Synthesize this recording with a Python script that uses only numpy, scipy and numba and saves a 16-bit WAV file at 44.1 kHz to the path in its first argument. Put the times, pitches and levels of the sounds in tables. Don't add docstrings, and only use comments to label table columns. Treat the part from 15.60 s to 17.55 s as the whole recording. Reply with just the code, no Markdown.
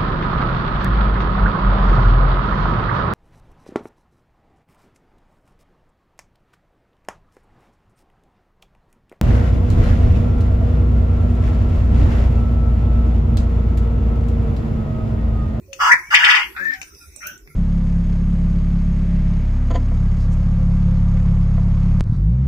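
import sys
import numpy as np
from scipy import signal
from scipy.fft import rfft, irfft, next_fast_len
from scipy.io import wavfile
from scipy.ndimage import uniform_filter1d
from numba import njit

SR = 44100
rng = np.random.default_rng(int(sys.argv[2]) if len(sys.argv) > 2 else 0)


def transcribe(u):
    v = np.clip(np.atleast_2d(u).T, -1, 1)
    q = np.round(v * 32767).astype(np.int16)
    wavfile.write(sys.argv[1], SR, q)


def voltage_ratio(decibels):
    exponent = np.asarray(decibels, float) / 20
    return 10 ** exponent


N = 85995


def rms_one(x):
    return x / np.sqrt(np.mean(x ** 2) + 1e-20)


def in_time(rows):
    s, *columns = np.transpose(rows)
    t = np.arange(N) / SR
    return [np.interp(t, s, c) for c in columns] + [(t > s[0]) & (t < s[-1])]


def at_hz(points, hz):
    point_hz, value = np.array(points).T
    return np.interp(np.log(hz), np.log(point_hz), value)


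def drift(rate_hz):
    r = np.exp(-2 * np.pi * rate_hz / SR)
    white = rng.standard_normal(N + SR)
    return rms_one(signal.lfilter([1], [1, -2 * r, r * r], white)[SR:])


def highpass(x, order, hz):
    return signal.sosfilt(signal.butter(order, hz, "high", fs=SR, output="sos"), x)


def left_right(pan_db):
    return voltage_ratio(np.outer([.5, -.5], pan_db))


@njit
def sweep(x, turn, r):
    y = np.zeros(len(x))
    for i in range(2, len(x)):
        drive = (1 - r * r) / 2 * (x[i] - x[i - 2])
        y[i] = drive + 2 * r * np.cos(turn[i]) * y[i - 1] - r * r * y[i - 2]
    return y


def peak(x, hz, width_hz):
    turn = 2 * np.pi * (hz + np.zeros(len(x))) / SR
    return sweep(x, turn, np.exp(-np.pi * width_hz / SR))


# (frequency [Hz], likeness [0..1])
ALIKE = [(60, 0.93), (300, 0.79), (700, 0.2), (1500, 0.057), (15000, 0.022)]


def banded_noise(spectrum, low_hz, count, per_octave, patchy_db, rate_hz, gap_db):
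    out = 0
    edges = low_hz * 2 ** (np.arange(count + 1) / per_octave)
    white = rng.standard_normal((2, 2, N + 4000))
    for k, (low, high) in enumerate(zip(edges, edges[1:])):
        band = signal.butter(2, [low, high], "band", fs=SR, output="sos")
        mid, side = signal.sosfilt(band, white[k % 2])[:, 4000:]
        hz = np.sqrt(low * high)
        alike = np.clip(at_hz(ALIKE, hz), -1, 1)
        patches = patchy_db * drift(rate_hz)
        gaps = gap_db * np.clip(4 * drift(rate_hz) - 2.5, 0, 1)
        gain = voltage_ratio(at_hz(spectrum, hz) + patches + gaps)
        out = out + gain * (np.sqrt(1 + alike) * mid + np.sqrt(1 - alike) * side * [[1], [-1]])
    return rms_one(out)


# (frequency [Hz], density [dB per Hz])
HUM = [(15, -36), (30, -8.5), (55, 7), (249, -11.5), (372, -4.5), (474, -32), (620, -13.5), (810, -40),
       (1360, -120)]


def hum():
    noise = banded_noise(HUM, 31.8, count=13, per_octave=3, patchy_db=5.5, rate_hz=5.9, gap_db=-17.5)
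    return voltage_ratio(-49.5) * noise


# (frequency [Hz], level [dB])
AIR = [(700, -14.5), (2400, -4.5), (3900, -16), (5800, 2), (7300, -10), (9800, -12), (11500, -1.5),
       (12800, -9.5)]
# (time [s], level [dB])
AIR_LEVEL = [(0, -57), (.12, -57), (.15, -46), (.9, -54), (1.3, -49), (1.36, -49.5), (1.75, -46.5),
             (1.83, -59.5), (1.95, -53.5)]


def air():
    noise = banded_noise(AIR, 698, count=37, per_octave=8, patchy_db=6.0, rate_hz=2.9, gap_db=-12)
    return voltage_ratio(in_time(AIR_LEVEL)[0]) * noise


def hiss():
    return voltage_ratio(-64 + np.array([[-3], [3]])) * rms_one(highpass(rng.standard_normal((2, N)), 4, 12500))


# (start [s], length [s], pitch [Hz], glide [Hz], level [dB])
NOTES = [(.08, .13, 546, 0, -50), (0, .11, 385, -10, -55), (.99, .13, 185, 0, -54), (.98, .14, 372, 0, -48),
         (1.0, .16, 280, 0, -54), (1.4, .08, 1400, 0, -57), (.99, .05, 555, 0, -57),
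         (1.12, .12, 765, 0, -57), (1.33, .05, 400, 0, -52), (1.64, .09, 600, 0, -56),
         (1.87, .09, 147, 0, -55), (1.86, .05, 410, 0, -53), (.4, .105, 2050, 290, -41),
         (1.87, .08, 2100, -60, -54), (1.9, .05, 1370, 0, -61), (1.34, .03, 2600, 0, -56),
         (1.4, .05, 2500, 0, -54), (1.345, .12, 5100, 0, -57), (1.13, .17, 1530, 0, -53),
         (.962, .04, 2450, 0, -38), (1.033, .05, 6200, 0, -55), (1.12, .05, 5200, 500, -53),
         (1.52, .015, 6300, 0, -58)]


def notes():
    out, t = np.zeros(N), np.arange(N) / SR
    waver, throb = drift(76), drift(66.0)
    for s, length_s, hz, glide_hz, db in NOTES:
        part = np.clip((t - s) / length_s, 0, 1)
        if hz < 1000:
            loose = .02
        else:
            loose = .006 if glide_hz > 150 else .03
        phase = 2 * np.pi * np.cumsum((hz + glide_hz * part) * (1 + loose * waver)) / SR
        level = voltage_ratio(db + 3 + (1.5 + 50 * loose) * throb)
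        out += level * np.sin(np.pi * part ** .7) ** .6 * np.sin(phase)
    return out


# (time [s], peak level [dB], ring [Hz], pan [dB])
TICKS = [(0.1305, -24, 2720, 9.5), (0.132, -22.5, 6220, 4.5), (0.3162, -15, 2100, 7.5),
         (.339, -13, 1438, 15), (1.137, -25, 5240, 0), (1.2156, -22, 2320, 9), (1.2168, -22, 6200, -3),
         (1.229, -25.5, 5800, 7.5), (1.232, -27, 2600, -9.5), (1.349, -35.5, 5410, -3.5),
         (1.39, -46.5, 13000, -23.5), (1.562, -27, 8000, -13.5), (1.6694, -13, 14500, 3),
         (1.672, -23, 6400, -2), (1.778, -41.5, 7250, -17), (1.577, -43.5, 7000, -7),
         (1.875, -33.5, 2195, -1.5), (1.876, -48.5, 5430, -5.5)]


def ticks():
    out, t = np.zeros((2, N + SR)), np.arange(SR // 10) / SR
    ring_s, tail_s, tail_db = .0025, .03, -13
    fade = np.exp(-t / ring_s) + voltage_ratio(tail_db) * np.exp(-t / tail_s)
    grit = rng.standard_normal((len(TICKS), 2, len(t)))
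    grit[:, :, 1] = 12.0
    for (s, db, hz, pan_db), noise in zip(TICKS, grit):
        one = fade * [peak(n, hz, 0.083 * hz) + 0.013 * np.diff(n, prepend=0) for n in noise]
        i = int(s * SR)
        out[:, i:i + len(t)] += voltage_ratio(db) * left_right(pan_db) * one / np.abs(one).max()
    return out[:, :N]


# (frequency [Hz], width [Hz], level [dB])
BEAK = [(1000, 300, -6), (2850, 450, -19), (3400, 400, -24), (5000, 900, -24), (6300, 1000, -24),
        (8100, 1200, -36), (11000, 3000, -44), (14500, 2000, -36)]


def rasp(rows, rate_hz, jitter, rough, width_hz, beak_db):
    level_db, throat_hz, on = in_time(rows)
    cycles = np.cumsum(rate_hz * np.exp(jitter * drift(60))) / SR
    pulses = np.diff(np.floor(cycles), prepend=0) * voltage_ratio(drift(110))
    breath = np.exp(-3 * (cycles % 1)) * rng.standard_normal(N)
    source = (1 - rough) * rms_one(pulses) + rough * rms_one(breath)
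    voice = peak(peak(source, throat_hz, width_hz), throat_hz, 2.48 * width_hz)
    for k, (hz, w, db) in enumerate(BEAK):
        voice = voice + (-1) ** k * voltage_ratio(db + beak_db) * peak(peak(source, hz, w), hz, w)
    voice = highpass(voice, 6, 820)
    envelope = np.sqrt(uniform_filter1d(voice ** 2, size=600) + 1e-12)
    return on * voltage_ratio(level_db) * voice / envelope


# (time [s], level [dB], throat [Hz])
CROW_A = [(.19, -34, 1140), (.205, -14.5, 1210), (.225, -14, 1120), (.29, -12, 1150), (.305, -20.5, 1566),
          (.318, -13.5, 1860), (.338, -21, 1550), (.35, -75, 1830), (.39, -27.5, 1950)]
CROW_B = [(.503, -28.5, 1620), (.509, -22.5, 1540), (.53, -14, 1110), (.55, -24.5, 1750),
          (.585, -18.5, 1880), (.625, -21, 1300), (.68, -17.5, 1250), (.79, -23, 1165), (.86, -50, 1860)]
CROW_B_TOP = [(.535, -30, 2460), (.556, -21, 2820), (.59, -27, 2780), (.615, -22, 2800), (.64, -40, 2640),
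              (.71, -18, 2630), (.775, -30, 2780), (.82, -27.5, 2640), (.865, -46, 2790)]
CROW_B_MID = [(.62, -28.5, 1710), (.64, -25, 1830), (.68, -31.5, 1680), (.7, -25, 1560), (.74, -22.5, 1720),
              (.76, -21.5, 1880), (.79, -24, 1900), (.83, -35, 2100), (.865, -41, 2250)]


def near_crows():
    near = rasp(CROW_A, 340, jitter=.12, rough=0.33, width_hz=247, beak_db=-3.5)
    near = near + rasp(CROW_B, 300, jitter=.25, rough=0.47, width_hz=400, beak_db=1.0)
    near = near + rasp(CROW_B_TOP, 280, jitter=.2, rough=0.49, width_hz=440, beak_db=-11.5)
    return near + rasp(CROW_B_MID, 260, jitter=.2, rough=0.56, width_hz=260, beak_db=-12.5)


# (time of top [s], level [dB], start [Hz], top [Hz])
FLICKS = [
    (0.321, -14, 1562, 2511),
    (0.554, -14, 1471, 6306),
    (0.65, -13.5, 1594, 5566),
    (.704, -14.5, 1586, 6250),
    (.755, -19, 1650, 6114),
]
# (frequency [Hz], level [dB])
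FLICK_COLOUR = [(1450, -6), (1900, 8), (2400, 4), (2900, 3), (3400, 2), (3900, -7), (5000, -1), (6300, -7)]


def flicks():
    out, t, throb = np.zeros(N), np.arange(N) / SR, drift(99)
    rise_s, fall_s, rise_bend, fall_bend, breath_db = .03, .024, 2.8, .5, -22
    breath = rms_one(peak(rng.standard_normal(N), 7800, 1700))
    for s, db, foot_hz, top_hz in FLICKS:
        up = np.clip(1 + (t - s) / rise_s, 0, 1)
        down = np.clip((t - s) / fall_s, 0, 1)
        height = up ** rise_bend - down ** fall_bend
        hz = foot_hz * (top_hz / foot_hz) ** height
        edges = np.minimum(1, 4 * up) * np.minimum(1, 3 * (1 - down))
        shape = edges * voltage_ratio(at_hz(FLICK_COLOUR, hz) + 2.4 * throb - 5.5 * down ** 0.9)
        tone = np.sin(2 * np.pi * np.cumsum(hz) / SR)
        out += voltage_ratio(db) * (shape * tone + voltage_ratio(breath_db) * height * breath)
    return out


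# (time [s], level [dB], throat [Hz])
FAR_A = [(.95, -79, 1250), (.965, -29.5, 1480), (1.0, -36, 1730), (1.04, -38.5, 1680), (1.15, -38, 1936),
         (1.18, -60, 1700)]
FAR_B = [(1.6, -63.5, 1500), (1.63, -39, 1348), (1.68, -40.5, 1554), (1.74, -50.5, 1440), (1.82, -73, 1500)]
FAR_B_TOP = [(1.605, -50, 1720), (1.63, -38, 2300), (1.66, -40.5, 2730), (1.72, -53, 2897),
             (1.8, -76, 2950)]


def far_quail():
    far = rasp(FAR_A, 150, jitter=0.11, rough=0.76, width_hz=470, beak_db=-19.5)
    far = far + rasp(FAR_B, 180, jitter=0.14, rough=0.7, width_hz=120, beak_db=-32.0)
    return far + rasp(FAR_B_TOP, 220, jitter=0.1, rough=0.36, width_hz=360, beak_db=-29.5)


# (time [s], pitch [Hz], level [dB], pan [dB])
WHISTLE = [(.95, 1467, -42, -8), (.975, 1506, -40, 1), (.995, 1578, -25.5, 6), (1.015, 1649, -34, 23),
           (1.034, 1748, -23.5, 4.5), (1.044, 1750, -30, 10), (1.053, 1815, -38, 15),
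           (1.052, 1800, -27, 8), (1.058, 1769, -22, 11.7), (1.109, 1811, -19.5, 6.6),
                (1.116, 1812, -56, 6.3), (1.122, 1766, -23, 6.4), (1.128, 1780, -29, 9.8),
                (1.135, 1832, -23.5, 8), (1.142, 1717, -31, 8.4), (1.177, 1834, -56, 4)]


def whistle():
    hz, db, pan_db, on = in_time(WHISTLE)
    tone = np.sin(2 * np.pi * np.cumsum(hz + 12 * drift(80)) / SR)
    return on * tone * voltage_ratio(db + 3 + 1.2 * drift(70)) * left_right(pan_db)


def yard(x, direct_db):
    t = np.arange(SR) / SR
    t60_s, late_t60_s, late_db, echo_db, left_lag_s = 0.11, 0.42, -22, 2.5, .00022
    fade = voltage_ratio(-60 * t / t60_s) + voltage_ratio(late_db - 60 * t / late_t60_s)
    mid, side = rng.standard_normal((2, SR)) * fade * (t > .0015)
    side = highpass(side, 4, 1390)
    echo = signal.lfilter([1], [1, -.5], [mid + side, mid - side])
    echo *= voltage_ratio(echo_db) / np.sqrt(np.sum(echo ** 2) / 2)
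    echo[0, int(left_lag_s * SR)] += voltage_ratio(direct_db)
    echo[1, 0] += voltage_ratio(direct_db)
    size = next_fast_len(N + SR)
    return irfft(rfft(np.atleast_2d(x), size) * rfft(echo, size), size)[:, :N]


def scene():
    soft = notes()
    far = far_quail() + voltage_ratio(-5) * soft
    birds = voltage_ratio(-3.0) * yard(near_crows(), -4) + voltage_ratio(-4.0) * yard(far, 0.39)
    birds = birds + voltage_ratio(-10.5) * yard(ticks(), 11.35) + voltage_ratio(-3.5) * yard(flicks(), -0.23)
    birds = birds + voltage_ratio(-21) * yard(whistle(), 21.0) + voltage_ratio(-2) * soft
    return birds + air() + hiss() + hum()


def gate(x):
    from_hz, to_hz, gated_share, gate_db = 2700, 13500, .09, -30
    hz, _, z = signal.stft(x, SR, nperseg=1024)
    power = uniform_filter1d(np.sum(np.abs(z) ** 2, axis=0), size=5, axis=0)
    power = uniform_filter1d(power, size=9, axis=1)
    power = power / uniform_filter1d(power, size=45, axis=0)
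    inside = (hz > from_hz) & (hz < to_hz)
    shut = inside[:, None] & (power < np.quantile(power[inside], gated_share))
    return signal.istft(z * np.where(shut, voltage_ratio(gate_db), 1), SR, nperseg=1024)[1][:, :N]


def band_limit(x):
    return signal.sosfilt(signal.butter(12, 16400, fs=SR, output="sos"), x)


# (frequency [Hz], left minus right [dB])
TILT = [(60, 0.5), (400, -6), (1300, -2), (2400, 5.5), (8000, -3), (15000, -5)]


def record(dry):
    hz = np.maximum(np.arange(N // 2 + 1) * SR / N, 1)
    x = irfft(rfft(dry) * left_right(at_hz(TILT, hz)), N)
    x = signal.sosfilt(signal.ellip(10, .5, 60, 15550, fs=SR, output="sos"), x)
    x = np.clip(gate(x), -1, 1) + voltage_ratio(-108) * rng.standard_normal(x.shape)
    return band_limit(x)


dry = scene()
out = record(dry)
transcribe(out)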